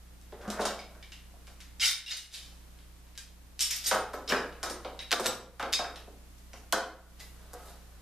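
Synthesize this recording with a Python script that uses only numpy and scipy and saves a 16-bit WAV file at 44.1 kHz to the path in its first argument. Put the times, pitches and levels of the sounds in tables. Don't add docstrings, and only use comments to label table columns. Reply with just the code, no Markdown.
import sys
import numpy as np
from scipy import signal
from scipy.fft import rfft, irfft, next_fast_len
from scipy.io import wavfile
from scipy.ndimage import uniform_filter1d, map_coordinates

SR = 44100
rng = np.random.default_rng(int(sys.argv[2]) if len(sys.argv) > 2 else 0)


def voltage_ratio(decibels):
    exponent = np.asarray(decibels, float) / 20
    return 10 ** exponent


def to_wav(sig):
    pcm = np.clip(np.atleast_2d(sig), -1, 1) * 32767
    pcm = np.round(pcm).astype(np.int16)
    wavfile.write(sys.argv[1], SR, pcm.T)


N = 353241

# start in seconds, level in dB, weight in dB, treble in dB.
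STEEL_TAPS = [(0.214, -68, 4, 5), (0.5018, -39, -11, -2), (1.0268, -51, 4.5, -14), (1.879, -35.5, -7, 2.5),
              (2.0622, -44.5, -8, -22.5), (2.7877, -61.5, 6, -20), (3.0685, -66, 6, -15),
              (3.1533, -58.5, 4, -11), (3.1767, -44, -0.5, 0), (3.5929, -36, -5, -4),
              (4.2774, -37, -12, -19), (4.5261, -57.5, 9, -29), (4.699, -40, -16, -3), (4.848, -47, 6, -19),
              (5.1153, -27.5, -2, -8), (5.1267, -46, 2, -23), (5.198, -43.5, -4, 1.5),
              (5.244, -40, -10, -8), (5.2592, -33.5, 2, 0), (5.6264, -47, 13, -14), (5.7245, -40, -8, -5),
              (5.7352, -27, -3.5, -8), (5.9585, -46.5, 3, -14), (6.3824, -71, -5, 9), (6.533, -59, 15, 3),
              (6.574, -70, 0, 11), (6.7244, -31, -11, -3)]
# start in seconds, level in dB, weight in dB, treble in dB.
STEEL_RATTLES = [(0.323, -61.5, 9.5, -12), (0.4137, -59, 6, -5), (0.478, -51, -2, -5), (0.598, -52, -2, 0),
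                 (0.6098, -40.5, -5, -4), (0.6531, -32.5, -5.5, -4), (0.791, -48.5, -1, -10),
                 (1.12, -49, 2.5, -6.5), (1.4698, -57, 5, -0.5), (1.6036, -53.5, 7, 0),
                 (1.798, -36.5, -3, -22), (1.9133, -54, -4, -7), (2.0793, -42, -3, -19),
                 (3.6075, -34, -9, 0), (3.7602, -42, -2, 1.5), (3.9112, -31, -1, -7.5),
                 (4.1335, -49.5, 1, -2), (4.6299, -36, -12, -2), (4.9915, -40, 0, -20),
                 (4.3, -41.5, 15.5, -2), (5.5969, -49.5, 10, -3), (5.7285, -30.5, -18, -8)]
# start in seconds, level in dB, weight in dB, treble in dB.
STEEL_SWELLS = [(1.812, -32, -2, -10), (1.826, -33, -3, -5), (1.842, -32.5, -8, 0), (1.858, -33, -8, 1),
                (2.108, -37.5, -5, -11), (2.166, -45.5, -4, 1), (2.338, -45, -7, -5), (3.605, -32.5, -4, 5),
                (3.648, -45, -2, 5), (3.704, -35, -4, 3), (3.84, -42, -4, 2), (3.862, -35, -8, 5),
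                (4.287, -35.5, -5, -5), (7.197, -55, 8, 3)]
# frequency in Hz, level in dB per Hz.
STEEL_COLOUR = [(410, -42), (700, -23.5), (1850, -5), (2160, -4.5), (4380, 0.5), (5380, -3), (5960, -2.5),
                (12200, -11), (14300, -19.5), (15000, -55)]
# centre in Hz, width in Hz, level in dB.
JAW_MODES = [(2316, 58, -13.5), (3130, 240, -6.5), (3774, 260, 1), (5130, 830, -1.5), (7040, 270, -14)]
# start in seconds, fastest moment in seconds, end in seconds, steel rasp in dB, wood rub in dB.
STROKES = [(0.307, 0.416, 0.8, -61, -45.5), (0.41, 0.535, 0.82, -55, -29.5),
           (0.56, 0.662, 0.65, -38, -27.5), (1.797, 1.822, 1.872, -17.5, -56),
           (1.822, 1.862, 1.86, -17.5, -59), (2.06, 2.106, 2.32, -35.5, -53.5),
           (2.31, 2.335, 2.61, -37, -53.5), (3.587, 3.606, 3.7, -24.5, -51.5),
           (3.7, 3.715, 3.82, -26.5, -50.5), (3.82, 3.875, 3.93, -23, -40.5),
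           (4.284, 4.313, 4.46, -32.5, -21), (4.606, 4.658, 4.89, -49, -31.5),
           (5.107, 5.125, 4.8, -39, -37), (5.224, 5.265, 5.29, -25.5, -22.5),
           (7.184, 7.201, 7.28, -43, -44.5), (7.294, 7.341, 10, -62, -54.5), (7.53, 7.54, 7.64, -54, -45),
           (7.545, 7.68, 7.8, -50, -46.5), (7.89, 7.91, 7.9, -72, -54)]
# start in seconds, level in dB, treble in dB.
BARE_CRACKS = [(1.913, -31, -1), (2.121, -36, -19), (3.913, -36, -20), (4.322, -26.5, -10),
               (5.109, -26, -21), (5.1171, -20.5, -10), (5.127, -14.5, -19), (5.2605, -25, -6),
               (5.266, -22.5, -5), (5.596, -47, -6), (5.628, -35, -12), (5.7288, -24, -8),
               (5.7355, -23, -6), (5.7408, -30, -8), (5.791, -38, -20), (6.7253, -23, 2), (7.5338, -64, 23),
               (7.5388, -64, 24), (7.542, -65, 18)]
# frequency in Hz, t60 in seconds.
BAR_MODES = [(5515, 0.12), (8985, 0.09), (11885, 0.082)]
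# start in seconds, low mode in dB, middle mode in dB, high mode in dB.
BAR_BLOWS = [(0.5, -75, -70, -78), (0.6, -70, -56, -70), (0.654, -70, -52, -70), (1.882, -60, -46, -63),
             (1.899, -54, -53, -70), (2.064, -58, -70, -75), (2.17, -70, -55, -68), (3.62, -38, -44, -47),
             (3.708, -53, -60, -50), (3.76, -65, -52, -49), (3.866, -59, -40, -43), (3.947, -60, -49, -66),
             (4.134, -77, -69, -64), (4.288, -58, -70, -57), (4.63, -53, -53, -64), (4.7, -70, -50.5, -69),
             (5.01, -76, -61.5, -75), (5.115, -62, -53, -55), (5.198, -67, -55, -61),
             (5.262, -54, -53, -52), (5.96, -67, -64, -75)]
# start in seconds, frequency in Hz, level in dB.
LOOSE_RINGS = [(0.61, 4090, -54), (0.653, 6550, -61), (0.79, 2260, -56), (0.79, 5040, -58),
               (1.026, 2260, -64), (1.027, 3480, -70), (1.123, 2870, -57), (1.815, 2220, -45),
               (1.798, 5150, -45), (1.799, 7740, -53), (1.799, 6400, -53), (1.805, 3200, -44),
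               (1.809, 5100, -41), (1.826, 2210, -40), (1.83, 3000, -39), (1.84, 3900, -42),
               (1.846, 4800, -40), (1.855, 5400, -37), (1.836, 7800, -46), (1.862, 7800, -47),
               (1.874, 3680, -39), (1.911, 3700, -46), (2.062, 3850, -55), (2.081, 2865, -50),
               (2.103, 3800, -49), (2.068, 5300, -58), (2.11, 5300, -50), (2.342, 3950, -56),
               (2.333, 6100, -62), (2.117, 6520, -52), (1.816, 2830, -39), (2.117, 4910, -47),
               (3.595, 6140, -46), (3.706, 3140, -59), (3.858, 4800, -43), (4.3, 2870, -43),
               (4.278, 5200, -50), (4.291, 5600, -46), (4.365, 5000, -50), (4.32, 1650, -38),
               (4.32, 1840, -41), (4.345, 1520, -42), (4.32, 2400, -42), (5.116, 3635, -58),
               (5.197, 8160, -55), (5.262, 7740, -44), (5.735, 6510, -48), (5.734, 4780, -40),
               (5.74, 5250, -42), (5.729, 3650, -41), (5.792, 1290, -50), (5.735, 7700, -60),
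               (6.531, 5890, -63), (6.724, 3240, -44), (6.724, 4050, -45), (6.724, 4400, -48),
               (6.724, 5030, -54), (6.727, 1400, -33), (7.2, 2010, -62)]
# start in seconds, frequency in Hz, level in dB, t60 in seconds.
FREE_RINGS = [(4.991, 3852, -46, 0.41), (5.742, 3800, -42, 0.5), (5.74, 4780, -45, .3),
              (5.745, 5270, -46, .35), (5.74, 6510, -53, .3), (5.8, 1600, -47, .3), (5.735, 5090, -39, .35),
              (6.741, 210, -47.5, .25), (2.115, 2870, -49, 0.4), (2.062, 2780, -50, 0.3),
              (4.322, 401, -34, 0.3), (3.93, 207, -46, .3), (2.35, 3070, -57.5, .6), (.478, 208, -38, 0.26),
              (0.59, 207, -41.5, 0.63), (3.931, 115, -54, 0.63), (5.26, 122, -57, 1),
              (7.39, 10100, -75, .3), (7.46, 12000, -75, .3), (7.66, 9400, -75, .5), (3.176, 1600, -58, .2),
              (3.176, 3800, -57, .25), (5.8, 700, -44, .3)]
# start in seconds, fastest moment in seconds, end in seconds, level in dB.
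HAND_WIPES = [
    (7.19, 7.22, 7.34, -58.5),
    (7.52, 7.66, 7.78, -61),
]
# start in seconds, level in dB, depth in dB, bite in dB.
WOOD_KNOCKS = [(0.322, -46, 0.5, -16), (0.482, -50.5, 8.5, 0), (0.593, -28.5, -8, -12),
               (0.652, -34, -14, 0), (0.95, -63, 2.5, 4.5), (1.336, -59, -16, -20), (1.473, -62, -3, 1.5),
               (1.803, -73, -11, 5), (3.912, -30, -18, 4.5), (3.94, -33, -5, -2), (4.135, -40.5, 0.5, 0),
               (4.3, -38.5, -3, -20), (4.32, -38, 10, 10.5), (4.345, -47, 4.5, 1), (4.629, -45, -2, 9),
               (4.7, -45.5, 3.5, -38), (4.847, -37, -8, -11.5), (5.116, -37, -8, 2), (5.128, -36, -3, 1.5),
               (5.194, -32.5, -8, -12), (5.251, -43, -1, 4), (5.596, -41.5, -10, 6.5),
               (5.627, -38.5, -2, 0), (5.79, -33, -12.5, -9), (5.844, -52, 4.5, 12), (6.072, -52, 1, -25),
               (6.533, -52, -4, -4), (6.725, -30, -8, 1.5), (7.531, -47, -6.5, -10)]
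# centre in Hz, width in Hz, level in dB.
PLYWOOD_MODES = [(225, 57, -6.5), (329, 77, -3), (408, 73, 0), (515, 118, 1), (700, 101, 4), (774, 132, 1),
                 (1100, 225, -4), (1266, 82, 1), (1490, 340, -5), (2320, 1260, -23)]
# frequency in Hz, t60 in seconds.
ROOM_DECAY = [(150, 0.67), (600, 0.57), (1500, 0.51), (4000, 0.4), (8000, 0.34), (14000, 0.32)]
# frequency in Hz, likeness from 0 to 1.
ROOM_ALIKE = [(300, 1), (1500, 0.96), (3000, 0.83), (6000, 0.3), (12000, 0.1)]
# frequency in Hz, level in dB.
HUM_TONES = [(60, -1.5), (121.6, -19), (179.6, -15.5), (225, -26.5), (30.3, -8)]
# frequency in Hz, level in dB per Hz.
AIR_COLOUR = [(8, -8.5), (20, -14), (40, -17.5), (70, -8), (128, -14), (229, -18.5), (294, -14.5),
              (398, -21), (940, -23.5), (3000, -28), (12400, -31), (13800, -30), (15000, -52)]
# frequency in Hz, likeness from 0 to 1.
AIR_ALIKE = [(60, 0.5), (180, 0.33), (540, 0.24), (1630, 0.31), (4910, 0.071), (14800, 0.021)]
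# time in seconds, level in dB.
BACKGROUND_LEVEL = [(0, -53), (0.5, -51), (1.4, -52), (2.6, -51.5), (3.3, -53.5), (4.06, -52.5),
                    (4.5, -51.5), (6.2, -52), (7.4, -51), (8.01, -52)]
# start in seconds, depth in dB, hold in seconds.
DUCKS = [
    (0.68, 2, 0.026),
    (1.83, 7.5, 0.39),
    (5.056, 4, 0.35),
    (6.69, 4.5, 0.25),
]

TAP_CHATTER_DB, RATTLE_CHATTER_DB, SWELL_CHATTER_DB = -6.5, -0.5, 6
TAP_CHATTER_S, RATTLE_CHATTER_S, SWELL_CHATTER_S = 0.024, 0.065, 0.045
SWELL_S = 0.004
RISE_DB, FALL_DB = 17.5, 29.5
RASP_TREBLE_DB, TREBLE_GROWS = -16, 0.9
BAR_UNREST_HZ, LOOSE_UNREST_HZ = 90, 300
LOOSE_T60_S = 0.06
DUCK_S, RECOVER_S = 0.12, 0.13
PEAK, TOP_HZ = 0.3, 14250


def unit(x):
    return x / np.sqrt(np.mean(x ** 2) + 1e-20)


def along(points, hz):
    f, v = np.transpose(points)
    return np.interp(np.log(hz + 1), np.log(f + 1), v)


def filtered(x, response):
    n = x.shape[-1]
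    m = next_fast_len(n + SR // 4)
    spectrum = rfft(x, m) * response(np.fft.rfftfreq(m, 1 / SR))
    return irfft(spectrum, m)[..., :n]


def split(x, edge_hz):
    low = signal.butter(4, edge_hz, fs=SR, output="sos")
    high = signal.butter(4, edge_hz, "high", fs=SR, output="sos")
    return signal.sosfilt(low, x), signal.sosfilt(high, x)


def widen(pair, alike):
    def turn(hz):
        return np.arccos(np.clip(along(alike, hz), -1, 1)) / 2

    mid = filtered(pair[0], lambda hz: np.cos(turn(hz)))
    side = filtered(pair[1], lambda hz: np.sin(turn(hz)))
    return np.array([mid + side, mid - side])


def resonance(hz, centre_hz, width_hz):
    return 1j * hz * width_hz / (centre_hz ** 2 - hz ** 2 + 1j * hz * width_hz)


def flutter(rate, count):
    knots = rng.standard_normal(int(count * rate / SR) + 4)
    return map_coordinates(knots, [np.arange(count) * rate / SR], order=1)


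def blows(count, sharp_s, follow_s, share, bounce_hz):
    t = np.arange(SR // 6) / SR
    bounce = voltage_ratio(4.5 * flutter(bounce_hz, count=count * len(t)).reshape(count, -1))
    strength = voltage_ratio(-60 * t / sharp_s) + share * bounce * voltage_ratio(-60 * t / follow_s)
    force = rfft(rng.standard_normal((count, len(t))) * strength, SR // 3)
    evenness = np.sqrt(uniform_filter1d(np.abs(force) ** 2, size=50, axis=1))
    return irfft(force / evenness, SR // 3)[:, :len(t)]


def place(bursts, times, levels_db, first_s):
    size = np.sqrt(np.mean(bursts[:, :int(first_s * SR)] ** 2, axis=1))
    out = np.zeros(N + SR)
    for burst, s, gain in zip(bursts, times, voltage_ratio(levels_db) / size):
        out[round(s * SR):][:len(burst)] += gain * burst
    return out[:N]


def grit(rate, spread_db):
    slips = (rng.random(N) < rate / SR) * rng.standard_normal(N)
    return unit(slips * voltage_ratio(spread_db * rng.standard_normal(N)))


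def stroke_gain(t, row, level_db, rise_db, fall_db):
    shape_db = np.interp(t, row[:3], [-rise_db, 0, -fall_db], left=-200, right=-200)
    return voltage_ratio(level_db + shape_db)


def slide(column):
    t = np.arange(0, N / SR, 0.001)
    gain = sum(stroke_gain(t, row, row[column], RISE_DB, FALL_DB) for row in STROKES)
    return np.interp(np.arange(N) / SR, t, gain)


def steel_contact(hz):
    modes = sum(voltage_ratio(db) * resonance(hz, centre, width) for centre, width, db in JAW_MODES)
    return voltage_ratio(along(STEEL_COLOUR, hz)) * (1 + modes)


def steel_cracks():
    s, db, weight_db, treble_db = np.transpose(STEEL_TAPS + STEEL_RATTLES + STEEL_SWELLS)
    kinds = [[TAP_CHATTER_DB, RATTLE_CHATTER_DB, SWELL_CHATTER_DB],
             [TAP_CHATTER_S, RATTLE_CHATTER_S, SWELL_CHATTER_S],
             [1 / SR, 1 / SR, SWELL_S]]
    counts = [len(STEEL_TAPS), len(STEEL_RATTLES), len(STEEL_SWELLS)]
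    chatter_db, chatter_s, rise_s = np.repeat(kinds, counts, axis=1)[..., None]
    force = blows(count=len(s), sharp_s=0.0054, follow_s=chatter_s, share=voltage_ratio(chatter_db - 5.0),
                  bounce_hz=404.5)
    force = force * (1 - np.exp(-np.arange(force.shape[1]) / SR / rise_s))
    body, treble = split(filtered(force, steel_contact), edge_hz=5930)
    weight, body = split(body, edge_hz=2440)
    return (place(weight, s, db + weight_db - 10.5, first_s=0.0082)
            + place(body, s, db - 5.0, first_s=0.0064)
            + place(treble, s, db + treble_db - 3.5, first_s=0.012))


def jaw_rasp():
    body, treble = split(filtered(grit(1800, spread_db=2.0), steel_contact), edge_hz=10000)
    push = slide(column=3)
    bright = voltage_ratio(RASP_TREBLE_DB) * push ** TREBLE_GROWS * unit(treble)
    return voltage_ratio(-14) * (push * unit(body) + bright)


def snaps():
    s, db, treble_db = np.transpose(BARE_CRACKS)
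    crack = blows(count=len(s), sharp_s=0.004, follow_s=0.062, share=0.12, bounce_hz=400)
    body, treble = split(split(crack, edge_hz=1340)[1], edge_hz=4900)
    return place(body, s, db - 4.0, first_s=0.0021) + place(treble, s, db + treble_db, first_s=0.0015)


def ringing():
    t = np.arange(SR // 4) / SR
    bar = [(s, hz, db, t60) for s, *levels in BAR_BLOWS for (hz, t60), db in zip(BAR_MODES, levels)]
    loose = [(*row, LOOSE_T60_S) for row in LOOSE_RINGS]
    s, hz, db, t60 = np.transpose(bar + loose)
    bar_unrest = 0.7 + 0.45 * flutter(BAR_UNREST_HZ, count=len(bar) * len(t))
    loose_unrest = 0.3 + 0.8 * flutter(LOOSE_UNREST_HZ, count=len(loose) * len(t))
    unsteady = np.concatenate([bar_unrest, loose_unrest]).reshape(len(s), -1)
    envelope = voltage_ratio(-60 * t / t60[:, None]) * (1 - np.exp(-t / 0.0031))
    tones = unsteady * envelope * np.sin(2 * np.pi * hz[:, None] * t)
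    return place(tones, s, db + 1.0, first_s=0.031)


def free_ringing():
    t = np.arange(SR // 2) / SR
    s, hz, db, t60 = np.transpose(FREE_RINGS)
    envelope = voltage_ratio(-60 * t / t60[:, None]) * (1 - np.exp(-t / 0.0015))
    return place(envelope * np.sin(2 * np.pi * hz[:, None] * t), s, db, first_s=0.04)


def hand():
    t = np.arange(N) / SR
    gain = sum(stroke_gain(t, row, row[3], rise_db=8.0, fall_db=12.0) for row in HAND_WIPES)
    return gain * unit(split(grit(6000, spread_db=9.0), edge_hz=7400)[1])


def plywood(hz):
    return sum((-1) ** k * voltage_ratio(db) * resonance(hz, centre, width)
               for k, (centre, width, db) in enumerate(PLYWOOD_MODES))


def wood():
    s, db, depth_db, bite_db = np.transpose(WOOD_KNOCKS)
    force = blows(count=len(s), sharp_s=0.024, follow_s=0.079, share=0.43, bounce_hz=200)
    deep, rest = split(filtered(force, plywood), edge_hz=491)
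    middle, bite = split(rest, edge_hz=902)
    parts = [(deep, depth_db), (middle, 0), (bite, bite_db)]
    thuds = sum(place(part, s, db + rel_db - 5.0, first_s=0.026) for part, rel_db in parts)
    rub = slide(column=4) * unit(filtered(grit(1500, spread_db=4.0), plywood))
    return thuds + voltage_ratio(-12.5) * rub


def room(x):
    size = SR // 10
    blocks = np.pad(x, (0, -N % size)).reshape(-1, size)
    noise = rng.standard_normal((2, len(blocks), SR * 2 // 3))
    hz, t, z = signal.stft(noise, SR, nperseg=256)
    z = z * voltage_ratio(-60 * t / along(ROOM_DECAY, hz)[:, None]) * (1 - np.exp(-t / 0.0009))
    tails = signal.istft(z, SR, nperseg=256)[1]
    tails = tails / np.sqrt(np.mean(np.sum(tails ** 2, -1)))
    wet = signal.fftconvolve(blocks[None], tails, axes=2)
    out = np.zeros((2, N + SR))
    for k in range(len(blocks)):
        out[:, k * size:k * size + wet.shape[2]] += wet[:, k]
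    return widen(out[:, :N], ROOM_ALIKE)


def ducking():
    t = np.arange(N) / SR
    dips = sum(np.interp(t, np.cumsum([s, DUCK_S, hold, RECOVER_S]), [0, db, db, 0])
               for s, db, hold in DUCKS)
    return voltage_ratio(np.interp(t, *np.transpose(BACKGROUND_LEVEL)) - dips)


def background():
    t = np.arange(N) / SR
    skew = np.array([[-0.15], [0.15]])
    hum = sum(voltage_ratio(db) * np.sqrt(2) * np.sin(2 * np.pi * (hz * t + rng.random()) + skew)
              for hz, db in HUM_TONES)
    noise = rng.standard_normal((2, N))
    air = widen(filtered(noise, lambda hz: voltage_ratio(along(AIR_COLOUR, hz))), AIR_ALIKE)
    return ducking() * (hum * voltage_ratio([[-0.7], [0.7]]) + voltage_ratio(-6.5) * unit(air))


def scene():
    def lag(hz):
        return np.exp(2j * np.pi * hz * np.array([[-1], [1]]) * 0.000009)

    clamp = steel_cracks() + jaw_rasp() + hand()
    form = wood()
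    rings = ringing()
    near = clamp + form + voltage_ratio(2.0) * rings + snaps() + free_ringing()
    direct = filtered(np.array([near, near]), lag)
    return direct + room(voltage_ratio(4.0) * clamp + voltage_ratio(1.0) * form + voltage_ratio(0.5) * rings) + background()


def band_limit(x):
    return signal.sosfilt(signal.butter(12, 15380, fs=SR, output="sos"), x)


def record(dry):
    rounded = dry / (1 + (dry / PEAK) ** 4) ** (1 / 4)
    heard = filtered(rounded, lambda hz: 1 / (1 + (hz / TOP_HZ) ** 110))
    return band_limit(heard)


dry = scene()
out = record(dry)
to_wav(out)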